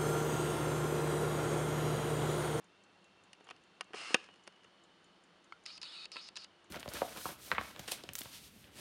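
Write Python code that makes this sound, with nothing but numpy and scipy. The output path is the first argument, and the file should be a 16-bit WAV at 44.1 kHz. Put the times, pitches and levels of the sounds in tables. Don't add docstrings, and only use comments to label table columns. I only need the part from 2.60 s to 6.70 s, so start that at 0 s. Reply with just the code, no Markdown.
import sys
import numpy as np
from scipy import signal
from scipy.fft import rfft, irfft
from scipy.io import wavfile
from scipy.ndimage import uniform_filter1d

SR = 44100
rng = np.random.default_rng(int(sys.argv[2]) if len(sys.argv) > 2 else 0)


def to_wav(sig):
    pcm = np.clip(np.atleast_2d(sig), -1, 1) * 32767
    pcm = np.round(pcm).astype(np.int16)
    wavfile.write(sys.argv[1], SR, pcm.T)


N = 180829
TIME = np.arange(N) / SR
BLOW = TIME[:SR // 5]

# (frequency [Hz], relative level [dB per Hz])
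AIR_COLOUR = [(15, -59), (25, -15), (92, -10.5), (122, -10.5), (184, 2), (226, -5), (341, -1.5),
              (441, -4.5), (1260, -6), (2390, -12), (2940, -10.5), (7200, -25.5), (7980, -32.5),
              (9070, -32.5), (11400, -37), (14800, -69), (22000, -120)]
# (frequency [Hz], level [dB])
HUM_TONES = [(100, -87), (173, -84.5), (199.5, -85), (345, -82.5)]
# (time [s], frequency [Hz], level [dB])
IDLE_SONG = [(0, 2715, -77), (1.304, 2703, -78), (1.599, 2920, -73.5), (2.3, 2987, -75), (2.7, 2973, -82.5),
             (4.1, 2910, -76)]
# (frequency [Hz], width [Hz], level [dB])
IDLE_BANDS = [(3140, 114, -83.5), (3624, 150, -85.5), (4360, 150, -84), (5170, 130, -95), (8960, 1600, -92)]

# (frequency [Hz], relative level [dB], t60 [s])
WATCH_MODES = [(2690, -31, .08), (3410, -35, .06), (3940, -11, .05), (4930, -20, 0.072), (6000, -6, 0.017),
               (6360, -1.5, 0.013), (6960, -8.5, 0.07), (7260, -7, 0.019), (7670, -13, 0.047),
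               (8390, -27, 0.0063), (8750, -6, 0.018), (9900, -27, 0.038), (9800, -10.5, 0.02),
               (10650, -15, 0.021)]
FIRST_BEAT_S, BEAT_S, TOCK_EARLY_S = .0429, .2, .0055
BEAT_DB, MODE_SCATTER_DB = -67, 2.5

# (time [s], contact length [s], level [dB], thud weight [dB], brightness [dB per register])
BODY_KNOCKS = [(0.7313, 0.00039, -65.5, -25, 6.5), (0.807, 0.0038, -63, 7.5, -5),
               (0.867, 0.012, -58.5, -7, -5.5), (0.888, 0.0044, -52, -20, -3.5),
               (0.901, 0.0034, -56.5, -4.5, -0.5), (0.9086, 0.0037, -47, -12.5, -2.5),
               (1.2087, 0.00071, -37.5, -24, -1.9), (1.305, 0.0046, -70.5, 11.5, -14),
               (1.333, 0.0042, -49, -4, -4), (1.3403, 0.0014, -43, -1.5, -7.5),
               (1.3452, 0.0031, -56.5, 7, 2.5), (1.504, 0.0024, -45.5, 3, -9),
               (1.5435, 0.0043, -22.5, -3, -1.0), (1.687, 0.0039, -55, -9, -8),
               (1.869, .0007, -63.5, -7, 0), (1.8752, 0.0024, -55, 4, 3), (2.044, 0.0052, -63, 0, -2.5)]
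# (frequency [Hz], relative level [dB], t60 [s])
BODY_MODES = [(262, -6, .03), (335, -2, .035), (410, -2.5, .031), (462, 0, .035), (750, 0, .035),
              (975, -4, .035), (1140, -7, .035), (1262, -3, .055), (1502, -4, .04), (1724, -7, .035),
              (1873, -1, .035), (2200, -6, .03), (2385, -8, .035), (2552, -8, .035), (2828, 3.5, .028),
              (3112, -8, .035), (3526, -8, .025), (4183, -11, .02), (4425, -8, .025), (4720, -9, .025),
              (4960, -6, .025), (5380, -8, .02), (6051, -19, .015), (6433, -17, .015), (7381, -19, .015),
              (8603, -24, .012), (9631, -18, .015)]
# (frequency [Hz], relative level [dB per Hz])
BODY_CRACK_COLOUR = [(50, -22), (150, -19), (330, -11), (470, 6.5), (600, -3.5), (780, 6.5), (1250, 10.5),
                     (1900, -2), (2300, -4.5), (2830, -7), (3700, -9.5), (5100, -8.5), (6700, -13),
                     (8200, -23.5), (9600, -13.5), (11400, -29.5)]
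# (start [s], end [s])
FIDGET_SPANS = [(0.70, 1), (1.60, 2.12)]
FIDGET_DB, FIDGET_SPREAD_DB = -71, 4
# (contact length [s], thud weight [dB], brightness [dB per register])
FINGER_TICK = (0.0023, -5, 1.3)
LET_GO_DB, LET_GO_S = -1.5, 0.0024

# (frequency [Hz], relative level [dB per Hz])
BARREL_COLOUR = [(71, -70), (120, -19), (172, -22.5), (190, -38), (272, -10), (377, -11.5), (922, -7.5),
                 (1160, -5), (1980, -7), (2790, -7.5), (3570, -11.5), (5130, -12.5), (7950, -17.5),
                 (9260, -17), (11400, -36), (14800, -73), (22000, -120)]
# (frequency [Hz], width [Hz], relative level [dB])
BARREL_RINGS = [(1313, 260, -10.5), (2160, 130, -9), (2780, 450, -2), (4280, 240, -10.5), (5070, 600, -8)]
SLIDE_START_S, SLIDE_STOP_S = 1.344, 1.546
SLIDE_DB, SLIDE_ATTACK_S = -46.5, 0.012
SETTLE_DB, SETTLE_DB_PER_S, SETTLE_UNEVEN_DB = -60.5, 76, 4.5

# (time [s], level of its ring [dB])
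BUTTON_PRESSES = [(2.923, -41.5)]
# (frequency [Hz], relative level [dB], t60 [s])
BUTTON_MODES = [(1115, 8, 0.0066), (1340, 5, 0.028), (1416, -9.5, 0.14), (2100, 3, 0.016),
                (2230, -2.5, 0.021), (3150, -6, 0.011), (4400, -10, 0.022), (4970, -11, 0.02),
                (7100, -19, 0.0067), (10400, -31, 0.0044)]

# (start [s], turn to second speed [s], stop [s], first speed aimed at [Hz], second speed aimed at [Hz],
#  rubbing level [dB], starting click level [dB], braking click level [dB])
MOTOR_RUNS = [(3.056, 3.108, 3.1783, 1650, 299.7, -51, -82, -61.5),
              (3.2153, 3.318, 3.4556, 1902, 1260, -49.5, -59, -57.5),
              (3.5176, 3.599, 3.6874, 1525, 301, -50.5, -60, -58),
              (3.7568, 3.84, 3.8443, 1052, 1050, -52, -63.5, -59)]
SPIN_UP_S, TURN_S = .035, .018
# (multiple of the speed [-], width [Hz], relative level [dB])
MOTOR_STRANDS = [(1, 70, 0.5), (2, 190, -0.5), (3, 190, 2), (4, 220, -14)]
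# (frequency [Hz], relative level [dB per Hz])
MOTOR_HISS = [(200, -21), (800, -6), (1300, -3), (2500, -5), (4400, 3.5), (5500, -9.5), (6300, -24),
              (7500, -16.5), (10100, -21.5), (11400, -43)]
# (frequency [Hz], width [Hz], added level [dB])
LENS_TUBE = [(1300, 75, 6.5), (2510, 360, 1), (2910, 120, 5.5), (3780, 260, 3), (4440, 100, 5.5),
             (5030, 150, 4), (5840, 330, -2), (6700, 300, 11), (8450, 1100, 3), (9900, 590, 3)]
CLEAR_HZ = 1190
REST_HZ, SINK_HZ, CRUISE_HZ = 5130, 822, 1227
SURGE_DB, SURGE_S = 4.5, 0.025
LOUDEST_HZ, OFF_PITCH_DB_PER_OCTAVE = 4170, 13
# (contact length [s], thud weight [dB], brightness [dB per register])
STARTING_CLICK = (0.00041, -26, 7.2)
BRAKING_CLICK = (0.002, -10.5, 6.66)
# (time [s], contact length [s], level [dB], thud weight [dB], brightness [dB per register])
SLACK_CLICKS = [(3.0615, .005, -58.5, -26, 9), (3.2295, .003, -52, -14, 5.5), (3.558, .002, -53.5, -3, -3),
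                (3.5665, 0.0022, -45.5, -13.5, -1.5), (3.765, 0.0086, -55, -13, 6),
                (3.7702, 0.0042, -51.5, -20, 6.5)]
# (frequency [Hz], relative level [dB], t60 [s])
DRIVE_MODES = [(1016, -8.5, 0.045), (1334, -10, 0.065), (2190, -25, .03), (2650, 7.5, 0.018),
               (2880, -3, 0.036), (3960, 7.5, 0.015), (4500, 5.5, 0.029), (4920, 0, 0.038),
               (6852, -6, 0.018), (8720, -5.5, 0.014)]
# (frequency [Hz], relative level [dB per Hz])
DRIVE_CRACK_COLOUR = [(88, -62), (150, -37), (713, -13.5), (1320, -8.5), (2000, -5.5), (2630, -21),
                      (3270, -11.5), (4450, -12.5), (8860, -26), (11400, -37), (14800, -68), (22000, -120)]


def from_db(db):
    return 10 ** (np.asarray(db) / 20)


def rms_one(x):
    return x / np.sqrt(np.mean(x ** 2) + 1e-20)


def peak_one(x):
    return x / np.sqrt(uniform_filter1d(x ** 2, size=220).max() + 1e-20)


def add(out, s, sound):
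    at = max(round(s * SR), 0)
    out[at:at + len(sound)] += sound[:N - at]


def band(x, low_hz, high_hz):
    edges = [low_hz, min(high_hz, .45 * SR)]
    return signal.sosfilt(signal.butter(2, edges, "band", fs=SR, output="sos"), x)


def noise(spectrum, size=N):
    hz, db = np.transpose(spectrum)
    bins = np.maximum(np.fft.rfftfreq(size, 1 / SR), 1)
    colour = from_db(np.interp(np.log(bins), np.log(hz), db))
    return rms_one(irfft(rfft(rng.standard_normal(size)) * colour, size))


def drift(rate):
    r = np.exp(-2 * np.pi * rate / SR)
    wander = signal.lfilter([1], [1, -2 * r, r * r], rng.standard_normal(N + SR))
    return rms_one(wander[SR:])


def rough_tone(hz, width):
    phase = 2 * np.pi * np.cumsum(hz * np.ones(N)) / SR
    return drift(width * .5) * np.cos(phase) + drift(width * .5) * np.sin(phase)


def rough_tones(rows):
    return sum(from_db(db) * rough_tone(hz, width) for hz, width, db in rows)


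def dying(t60, hold_s=0):
    return from_db(-60 * np.maximum(BLOW - hold_s, 0) / t60)


def ring(modes, vary_db, hold_s=0):
    out = np.zeros(len(BLOW))
    for hz, db, t60 in modes:
        strength = from_db(db + rng.normal(0, vary_db))
        out += strength * dying(t60, hold_s) * np.sin(2 * np.pi * (hz * BLOW + rng.random()))
    return out


def resonate(x, rings):
    out = x.copy()
    for hz, width, db in rings:
        out += from_db(db) * signal.lfilter(*signal.iirpeak(hz, hz / width, fs=SR), x)
    return out


def background():
    hiss = from_db(-66.5) * noise(AIR_COLOUR)
    hum = sum(from_db(db) * rough_tone(hz, 4.7) for hz, db in HUM_TONES)
    s, hz, db = np.transpose(IDLE_SONG)
    song = from_db(np.interp(TIME, s, db)) * rough_tone(np.interp(TIME, s, hz), 90)
    return hiss + hum + song + rough_tones(IDLE_BANDS)


def room(x, t60):
    tail = band(rng.standard_normal(len(BLOW)), 280, 4856)
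    tail = tail * dying(t60) * (1 - np.exp(-BLOW / 0.003))
    return signal.fftconvolve(x, tail / np.sqrt(np.sum(tail ** 2)))[:N]


def watch(uneven_db, drop_s, drop_db):
    out = np.zeros(N)
    for k, due in enumerate(np.arange(FIRST_BEAT_S, N / SR - drop_s, BEAT_S)):
        s = due - TOCK_EARLY_S * (k % 2)
        db = BEAT_DB + rng.normal(0, uneven_db)
        strike = peak_one(ring(WATCH_MODES, MODE_SCATTER_DB))
        drop = peak_one(ring(WATCH_MODES, MODE_SCATTER_DB))
        add(out, s, from_db(db) * strike)
        add(out, s + drop_s, from_db(db + drop_db) * drop)
    return out


def fidgets(count):
    length, weight_db, bright_db = FINGER_TICK
    rows = []
    for start, end in FIDGET_SPANS:
        for _ in range(count):
            db = FIDGET_DB + rng.normal(0, FIDGET_SPREAD_DB)
            rows.append((rng.uniform(start, end), length, db, weight_db, bright_db))
    return rows


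def blows(table, modes, crack, crack_db, register_db, register_t60, rise_share):
    out = np.zeros(N)
    edges = [(110, 540), (620, 2200), (2400, 3400), (3600, 11500)]
    contact_shares = [0.81, 0.56, 1.0, 0.17]
    registers = list(zip(edges, register_db, register_t60, contact_shares))
    for s, length, db, weight_db, bright_db in table:
        levels = [db + weight_db, db, db + bright_db, db + 2 * bright_db]
        grit = noise(crack, size=len(BLOW))
        for level, ((low, high), gain_db, t60, share) in zip(levels, registers):
            hold_s = length * share
            attack = 1 - np.exp(-BLOW / max(rise_share * hold_s, 1 / SR))
            let_go = from_db(LET_GO_DB * np.clip((BLOW - hold_s) / LET_GO_S, 0, 1))
            contact = attack * let_go
            near_modes = [mode for mode in modes if low / 2 < mode[0] < high * 2]
            tone = band(ring(near_modes, 0.89, hold_s) * contact, low, high)
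            burst = band(grit * contact * dying(t60, hold_s), low, high)
            mixed = peak_one(tone) + from_db(crack_db) * peak_one(burst)
            add(out, s, from_db(level + gain_db) * peak_one(mixed))
    return out


def body_knocks():
    return blows(BODY_KNOCKS + fidgets(count=5), BODY_MODES, BODY_CRACK_COLOUR, crack_db=4.0,
                 register_db=[1.5, 2.5, 2.35, 1.0],
                 register_t60=[0.022, 0.011, 0.011, 0.016], rise_share=0.21)


def zoom_barrel(grain_db):
    rub = rms_one(noise(BARREL_COLOUR) + rough_tones(BARREL_RINGS))
    since_start = np.maximum(TIME - SLIDE_START_S, 0)
    since_stop = np.maximum(TIME - SLIDE_STOP_S, 0)
    sliding = from_db(SLIDE_DB) * (1 - np.exp(-since_start / SLIDE_ATTACK_S))
    settling = from_db(SETTLE_DB - SETTLE_DB_PER_S * since_stop + SETTLE_UNEVEN_DB * drift(45))
    return rub * np.where(TIME < SLIDE_STOP_S, sliding, settling) * from_db(grain_db * drift(164))


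def button(crack_db, crack_t60):
    out = np.zeros(N)
    for s, db in BUTTON_PRESSES:
        crack = peak_one(band(rng.standard_normal(len(BLOW)) * dying(crack_t60), 1200, 3400))
        tone = peak_one(ring(BUTTON_MODES, vary_db=1.0) * (1 - np.exp(-BLOW / 0.00029)))
        add(out, s, from_db(db) * (tone + from_db(crack_db) * crack))
    return out


def focus_motion():
    speed, drive = np.zeros(N), np.zeros(N)
    for start, turn, stop, first_hz, second_hz, db, *_ in MOTOR_RUNS:
        running = (TIME > start) & (TIME < stop)
        t = TIME[running]
        rising = first_hz * (1 - np.exp((start - np.minimum(t, turn)) / SPIN_UP_S))
        remaining = np.exp(-np.maximum(t - turn, 0) / TURN_S)
        speed[running] = second_hz + (rising - second_hz) * remaining
        drive[running] = from_db(db + SURGE_DB * np.exp((start - t) / SURGE_S))
    pitch = REST_HZ - SINK_HZ * (speed / CRUISE_HZ) ** 2
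    off_pitch = np.abs(np.log2(pitch / LOUDEST_HZ))
    gain = drive * from_db(-OFF_PITCH_DB_PER_OCTAVE * off_pitch)
    return speed, pitch, uniform_filter1d(gain, size=130)


def focus_motor(hiss_db, smear_db_per_octave, grain_db):
    speed, pitch, gain = focus_motion()
    strands = sum(from_db(db) * rough_tone(k * speed, width) for k, width, db in MOTOR_STRANDS)
    strands = band(rms_one(strands), 2520, 4200)
    smear = from_db(smear_db_per_octave * np.log2(CLEAR_HZ / (speed + 1)))
    whine = (strands + smear * rough_tone(pitch, 980)) / np.sqrt(1 + smear ** 2)
    rub = resonate(whine + from_db(hiss_db) * noise(MOTOR_HISS), LENS_TUBE)
    rub = rub / np.sqrt(uniform_filter1d(rub ** 2, size=500))
    return rub * gain * from_db(grain_db * drift(200))


def drive_contacts():
    rows = list(SLACK_CLICKS)
    for start, _, stop, *_, start_db, brake_db in MOTOR_RUNS:
        for s, db, click in [(start, start_db, STARTING_CLICK), (stop, brake_db, BRAKING_CLICK)]:
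            length, weight_db, bright_db = click
            rows.append((s, length, db, weight_db, bright_db))
    return rows


def drive_clicks():
    return blows(drive_contacts(), DRIVE_MODES, DRIVE_CRACK_COLOUR, crack_db=-0.5,
                 register_db=[9.0, 5.0, -1.0, 0.0],
                 register_t60=[0.052, 0.028, 0.028, 0.0086], rise_share=0.16)


def scene():
    near = watch(uneven_db=0.7, drop_s=.005, drop_db=-13.0)
    near += body_knocks()
    near += zoom_barrel(grain_db=.5)
    near += button(crack_db=-12.0, crack_t60=0.024)
    near += focus_motor(hiss_db=-4.0, smear_db_per_octave=21, grain_db=0.3)
    near += drive_clicks()
    return (near + from_db(-28.0) * room(near, t60=0.39) + background())[None]


def record(dry):
    thin = signal.sosfilt(signal.butter(1, 50, "high", fs=SR, output="sos"), dry)
    soft = signal.sosfilt(signal.butter(8, 10600, fs=SR, output="sos"), thin)
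    return signal.sosfilt(signal.ellip(10, .1, 80, 11600, fs=SR, output="sos"), soft)


dry = scene()
out = record(dry)
to_wav(out)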